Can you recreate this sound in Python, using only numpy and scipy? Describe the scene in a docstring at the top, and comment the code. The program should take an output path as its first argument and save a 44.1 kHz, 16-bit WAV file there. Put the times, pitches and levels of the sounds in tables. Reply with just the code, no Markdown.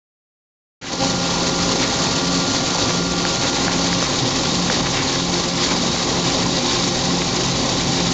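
"""Coolant jet in a hollow casting

A milling machine sprays coolant into an aluminium casting, whose bore echoes and resonates. The jet
hisses and throbs with the pump, the pool churns, and slugs of liquid splash and slap on the metal.
Motors hum and beat underneath; their whine fades as the microphone moves down to a window in
the casting."""
import sys
import numpy as np
from scipy import signal
from scipy.fft import rfft, irfft, next_fast_len
from scipy.io import wavfile

SR = 44100
rng = np.random.default_rng(int(sys.argv[2]) if len(sys.argv) > 2 else 0)


def master(y):
    """Save y as 16-bit WAV."""
    cut = np.clip(np.atleast_2d(y).T, -1, 1)
    pcm = np.round(cut * 32767)  # scale
    wavfile.write(sys.argv[1], SR, pcm.astype(np.int16))


N = 358533
TIME = np.arange(N) / SR

# air resonances of the casting's bore: pitch_hz, bandwidth_hz, above_db, window_db
BORE_MODES = [(1910, 41, -14, -9), (2346, 51, -24.5, -5.5), (2750, 40, -11.5, -11), (3720, 77, -26, -6.5),
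              (3850, 27, -26.5, -2.5), (4000, 52, -12, -14.5), (4415, 26, -1.5, -17), (4540, 37, -9.5, -2),
              (4950, 43, -29, -9.5), (5260, 48, -12, -10), (5950, 50, -8.5, -18.5)]


def coolant(gulp_db):
    """Common modulation: one swaying, sputtering jet drives spray, splash and pool together."""
    # first row: the splashing sounds brighter and louder during the opening fade-in; later rows: the
    # jet's surges (+) and lulls (-): middle_s, length_s, hiss_change_db, splash_change_db
    level_changes = [(0.856, 0.1, 1, 10), (1.163, 0.089, -3.5, -3), (1.47, 0.089, 1, 0.5),
                     (1.835, .08, 2, 6), (2.044, .06, 2.5, 2), (2.821, .03, 2.3, 0), (2.904, .04, 1, 5),
                     (3.091, .14, -2.8, -3), (3.31, .1, 1, 0), (3.446, .06, 1, 5), (3.57, .03, 3, 5),
                     (3.71, .09, -0.5, 4.5), (4.06, 0.11, 2, 4.5), (4.743, .07, 1.8, 3),
                     (4.865, .03, -0.5, 7.5), (4.994, .09, 0.5, 9), (5.12, 0.072, .5, 3),
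                     (5.25, .09, -.5, -4), (5.534, 0.073, -2.5, -2), (5.634, .08, 3, 5),
                     (5.715, .05, 1.5, 7.5), (6.741, .12, 1.5, 3), (7.996, 0.033, 2.8, 5),
                     (8.073, .03, 1.5, 4.5)]
    hiss_db, splash_db = swells(level_changes)
    sputter = drift(34)
    flutter_db = 0.45 * np.sin(2 * np.pi * 12.95 * TIME)  # the jet wags
    stir_db = 0.19 * splash_db + gulp_db
    flow = (from_db(-24.2 + hiss_db + flutter_db) * spray(sputter)
            + from_db(-32.8 + splash_db) * splash(sputter)
            + from_db(-28.8 + stir_db) * churn(sputter))
    return flow * from_db(0.25 * drift(5.3))


def spray(sputter, vane_hz=122.5):
    """Amplitude modulation: the pump's vanes make the hiss of mist and ringing droplets throb faintly."""
    # spectrum of the hiss: frequency_hz, gain_db
    spectrum = [(1500, -16.5), (2600, -7), (3300, -4), (3850, -1), (4200, -1), (4480, -0.5), (4900, -2),
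                (5700, -3), (6700, -3), (7200, -6), (7550, -12.5), (7950, -32), (8500, -23.5),
                (9100, -44.5)]
    mist = rng.standard_normal(N) + from_db(-7) * impacts(per_s=7000, spread_db=2.6)
    droplets = from_db(-6.5) * bubbles(3003, 7370, per_s=2400, cycles=25.5, spread_db=2.5)
    throb = 1 + 0.033 * np.sin(2 * np.pi * vane_hz * TIME)
    return coloured(mist + droplets, spectrum) * throb * from_db(sputter + 0.7 * drift(70))


def splash(sputter):
    """Impact noise: coarser drops break on the casting and ring briefly."""
    # spectrum of the splashing: frequency_hz, gain_db
    spectrum = [(700, -13), (1200, -1), (1600, -0.5), (2000, 1.5), (2600, -2), (3400, -5.5), (5000, -10),
                (7500, -33)]
    drops = bubbles(1020, 3890, per_s=1600, cycles=6.3, spread_db=1.0)
    wash = from_db(4.5) * rng.standard_normal(N)
    return coloured(drops + wash, spectrum) * from_db(1.1 * sputter)


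def churn(sputter):
    """Air entrainment: the jet drives air into the pool, where large bubbles ring."""
    # spectrum of the pool: frequency_hz, gain_db
    spectrum = [(300, -8.5), (500, 2), (640, 0), (850, 0.5), (1030, 1), (1200, -4.5), (1400, -11.5),
                (2500, -30.5)]
    froth = bubbles(455, 1366, per_s=700, cycles=16, spread_db=4.0)
    wash = from_db(14) * rng.standard_normal(N)
    return coloured(froth + wash, spectrum) * from_db(0.77 * sputter)


def bubbles(low_hz, high_hz, per_s, cycles, spread_db, count=14):
    """Damped resonance: each impact rings one size of bubble, which decays 60 dB in `cycles`; rms 1."""
    clicks = impacts(per_s, spread_db)
    size_index = rng.integers(0, count, N)
    out = 0
    for k, hz in enumerate(np.geomspace(low_hz, high_hz, count)):
        radius = np.exp(-np.log(1000) * hz / (cycles * SR))
        ringing = resonator(clicks * (size_index == k) + 1e-18, hz, radius)
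        out += np.sqrt(hz) * rms_one(ringing)
    return rms_one(out)


def impacts(per_s, spread_db):
    """Shot noise: drops land at random, most small and a few large; rms 1."""
    sizes = from_db(spread_db * np.minimum(rng.exponential(1, N), 4))
    signs = rng.choice([-1, 1], N)
    lands = rng.random(N) < per_s / SR
    return rms_one(sizes * signs * lands)


def casting(x, place):
    """Modal coupling: each resonance is heard with one strength from above and another at the window."""
    above_db, window_db = np.transpose(BORE_MODES)[2:]
    return (1 - place) * bore(x, above_db) + place * bore(x, window_db)


def bore(x, modes_db, echoes=16):
    """Reflection and cavity resonance: the metal walls return quick echoes and the enclosed air rings."""
    out = x.copy()
    for lag_s, sign in zip(rng.uniform(0.002017, 0.022, echoes), rng.choice([-1, 1], echoes)):
        out += sign * from_db(-24.5) * np.interp(TIME - lag_s, TIME, x, left=0)
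    for (hz, bandwidth_hz, *_), db in zip(BORE_MODES, modes_db):
        radius = np.exp(-np.pi * bandwidth_hz / SR)
        out += from_db(db) * (1 - radius ** 2) / 2 * resonator(x, hz, radius)
    return rms_one(out) * np.std(x)


def blows():
    """Impulsive excitation: slugs slap the metal, each over a duller liquid plop; the cabinet thuds."""
    # slugs of coolant striking the metal: start_s, peak_db, pitch_hz
    slaps = [(2.894, -17, 1900), (3.2518, -8.5, 1600), (3.681, -7.5, 1510), (3.929, -10.5, 1790),
             (4.026, -11.5, 1300), (4.457, -11, 2900), (4.7003, -6.5, 1640), (4.869, -13, 2700),
             (4.872, -16, 1100), (5.624, -18, 1100), (5.963, -15, 1400), (7.219, -9, 2200)]
    # dull thuds in the cabinet: start_s, peak_db, pitch_hz
    thuds = [(2.82, -24.5, 112), (3.36, -27, 110), (4.2, -26, 120), (6.25, -24.5, 125)]
    plops = [(start_s, db - 7.5, hz * 0.52) for start_s, db, hz in slaps]
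    return pops(slaps, rise_cycles=0.62) + pops(plops, rise_cycles=0.77) + pops(thuds, rise_cycles=2.7)


def pops(rows, rise_cycles):
    """Heavy damping: each blow makes a hollow pop that peaks after `rise_cycles` and soon dies."""
    out = np.zeros(N)
    for start_s, db, hz in rows:
        near = (TIME > start_s) & (TIME < start_s + 20 * rise_cycles / hz)
        cycles = hz * (TIME[near] - start_s)
        age = cycles / rise_cycles
        out[near] += from_db(db) * age * np.exp(1 - age) * np.sin(2 * np.pi * cycles)
    return out


def motors(place):
    """Superposition: hum, pump drone, whine and lesser tones add in a mix that varies with position."""
    # motors near the main motor's speed: offset_hz, relative_db, in_phase_s
    partners = [(-1.24, -3, 3.86), (3.14, -6, 3.96), (1.44, -7.5, 3.83)]
    # the drive's pure whine: time_s, level_db
    whine_levels = [(1.0, -38.5), (3.5, -36.5), (4.1, -44.5), (8.1, -48)]
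    # steady tones of motors and drives: pitch_hz, above_db, window_db, wander_hz
    tones = [(56.9, -44, -44, 0.4), (60.8, -47, -46, 0.55), (133.8, -41, -32, .3),
             (152.8, -37.5, -49.5, 2.04), (238.6, -44, -35.5, 3), (284.2, -37, -38.5, 1.99),
             (349, -38, -40, 1.49), (356, -38, -36.5, 1), (773.5, -47, -38, .4), (1050, -55, -43.5, .6),
             (1071, -45, -42, 1), (1159, -37, -44, 0.23), (1340, -53, -54, .5)]
    whine_db, = in_time(whine_levels)
    out = beating(hz=175.2, db=-32.5, partners=partners, wander_hz=0.3) + pump(place)
    out += from_db(whine_db) * tone(hz=1400, wander_hz=0.19)
    for hz, above_db, window_db, wander_hz in tones:
        level_db = above_db + (window_db - above_db) * place
        waver_db = 1.88 * drift(3.0) - 0.75
        out += from_db(level_db + waver_db) * tone(hz, wander_hz)
    return out


def pump(place):
    """Interference: the pump's beating drone, weaker at the window, sounds under two wavering tones."""
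    # drives that beat against the pump: offset_hz, relative_db, in_phase_s
    partners = [(-1.45, -2.5, 3.72), (-0.67, -7, 3.77)]
    # level curves of two wavering tones near 535 and 803 Hz: time_s, lower_db, upper_db
    tone_levels = [(0.98, -38, -37), (1.02, -26, -26), (1.1, -37.5, -34.5), (1.8, -32, -39),
                   (1.86, -39, -53), (1.92, -38, -30), (2.15, -37.5, -43), (2.85, -37, -35),
                   (3.03, -38, -46), (3.19, -36, -34.5), (5.5, -39.5, -44), (6.34, -34, -40),
                   (8.11, -40.5, -39), (8.13, -39, -46)]
    out = beating(hz=268.8, db=-34.5 - 3.5 * place, partners=partners, wander_hz=0.4)
    for hz, db in zip((535, 802.5), in_time(tone_levels)):
        out += from_db(db - 1) * tone(hz, wander_hz=2.2)
    return out


def beating(hz, db, partners, wander_hz):
    """Beats: motors on one supply wander together; small speed differences make the sum swell and sink."""
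    turns = np.cumsum(hz + wander_hz * drift(2.45)) / SR + rng.random()
    out = np.sin(2 * np.pi * turns)
    for offset_hz, relative_db, in_phase_s in partners:
        out += from_db(relative_db) * np.sin(2 * np.pi * (turns + offset_hz * (TIME - in_phase_s)))
    return np.sqrt(2) * from_db(db) * out


def tone(hz, wander_hz):
    """Frequency modulation: a sine whose pitch wanders a little; rms 1."""
    turns = np.cumsum(hz + wander_hz * drift(2.48)) / SR
    return np.sqrt(2) * np.sin(2 * np.pi * turns + rng.uniform(0, 2 * np.pi))


def cabinet(gulp_db):
    """Forced vibration: the cabinet rumbles, more strongly when the pool gulps air."""
    # spectrum of the rumble: frequency_hz, gain_db
    spectrum = [(15, -13), (35, -11.5), (58, -4.5), (78, -7), (115, 1), (145, -2.5), (200, -3), (255, 4),
                (310, -2), (380, -2), (470, -6), (650, -17.5), (1500, -34.5)]
    return from_db(-27 + gulp_db + 0.7 * drift(8)) * coloured(rng.standard_normal(N), spectrum)


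def resonator(x, hz, radius):
    """Two-pole resonance: the nearer the pole radius is to 1, the longer it rings."""
    return signal.lfilter([1, 0, -1], [1, -2 * radius * np.cos(2 * np.pi * hz / SR), radius ** 2], x)


def coloured(x, spectrum):
    """Spectral shaping, with a fall of 24 dB per octave past the last point; rms 1."""
    hz, db = np.transpose(spectrum)
    size = next_fast_len(N)
    bins_hz = np.maximum(np.arange(size // 2 + 1) * SR / size, 1)
    gain = from_db(np.interp(np.log(bins_hz), np.log(hz), db))
    rolloff = np.minimum(hz[-1] / bins_hz, 1) ** 4
    return rms_one(irfft(rfft(x, size) * gain * rolloff, size)[:N])


def drift(corner_hz):
    """Low-passed noise: smooth random motion of spread 1."""
    hop, settle = 40, 2000
    pole = np.exp(-2 * np.pi * corner_hz * hop / SR)
    noise = rng.standard_normal(N // hop + settle + 2)
    slow = signal.lfilter([1], [1, -2 * pole, pole ** 2], noise)[settle:]
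    return np.interp(np.arange(N) / hop, np.arange(len(slow)), rms_one(slow))


def swells(rows):
    """Gaussian envelopes, one a row, summed into a curve in dB for each level column."""
    out = np.zeros((len(rows[0]) - 2, N))
    for middle_s, length_s, *change_db in rows:
        near = np.abs(TIME - middle_s) < 2 * length_s
        bell = np.exp(-(2 * (TIME[near] - middle_s) / length_s) ** 2)
        out[:, near] += np.outer(change_db, bell)
    return out


def in_time(rows):
    """Linear interpolation of each column at every sample."""
    times_s, *columns = np.transpose(rows)
    return [np.interp(TIME, times_s, column) for column in columns]


def from_db(db):
    """Decibels to amplitude ratio."""
    return 10 ** (np.asarray(db) / 20)


def rms_one(x):
    """Normalisation to unit power."""
    return x / np.sqrt(np.mean(x ** 2) + 1e-20)


def scene():
    """Source and filter: the coolant sounds through the casting, beside the blows and the machine."""
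    # microphone position, 0 above the casting to 1 at its window: time_s, place
    path = [(1.0, 0.12), (3.5, 0.051), (4.2, 0.82), (8.1, 1)]
    # the pool gulps air (+) or settles (-): middle_s, length_s, change_db
    gulps = [(0.94, .06, 3), (1.43, .08, 3), (2.05, .08, 2), (2.82, .12, 2), (3.1, .16, -3),
             (3.68, .12, 1.5), (4.78, .16, 1.5), (5.48, .2, -2), (5.7, .1, 2), (6.15, .14, 2.5),
             (6.38, .1, 2), (7.7, .12, 1.5)]
    place, = in_time(path)
    gulp_db, = swells(gulps)
    return (casting(coolant(gulp_db), place) + blows() + motors(place) + cabinet(gulp_db))[None]


def record(dry, start_s=0.812, rise_s=0.0046, cutoff_hz=9076):
    """Gating and band limiting: the microphone opens quickly and fades in; the top treble is cut."""
    # fade-in of the microphone: time_s, gain_db
    fade_in = [(0.812, -14.5), (0.89, -8.5), (0.93, -4.5), (0.97, -5.5), (1.01, 0.5)]
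    fade_db, = in_time(fade_in)
    gate = np.clip((TIME - start_s) / rise_s, 0, 1)
    low_pass = signal.ellip(10, 0.1, 80, cutoff_hz, fs=SR, output="sos")
    return signal.sosfilt(low_pass, dry * from_db(fade_db) * gate)


dry = scene()
out = record(dry)
master(out)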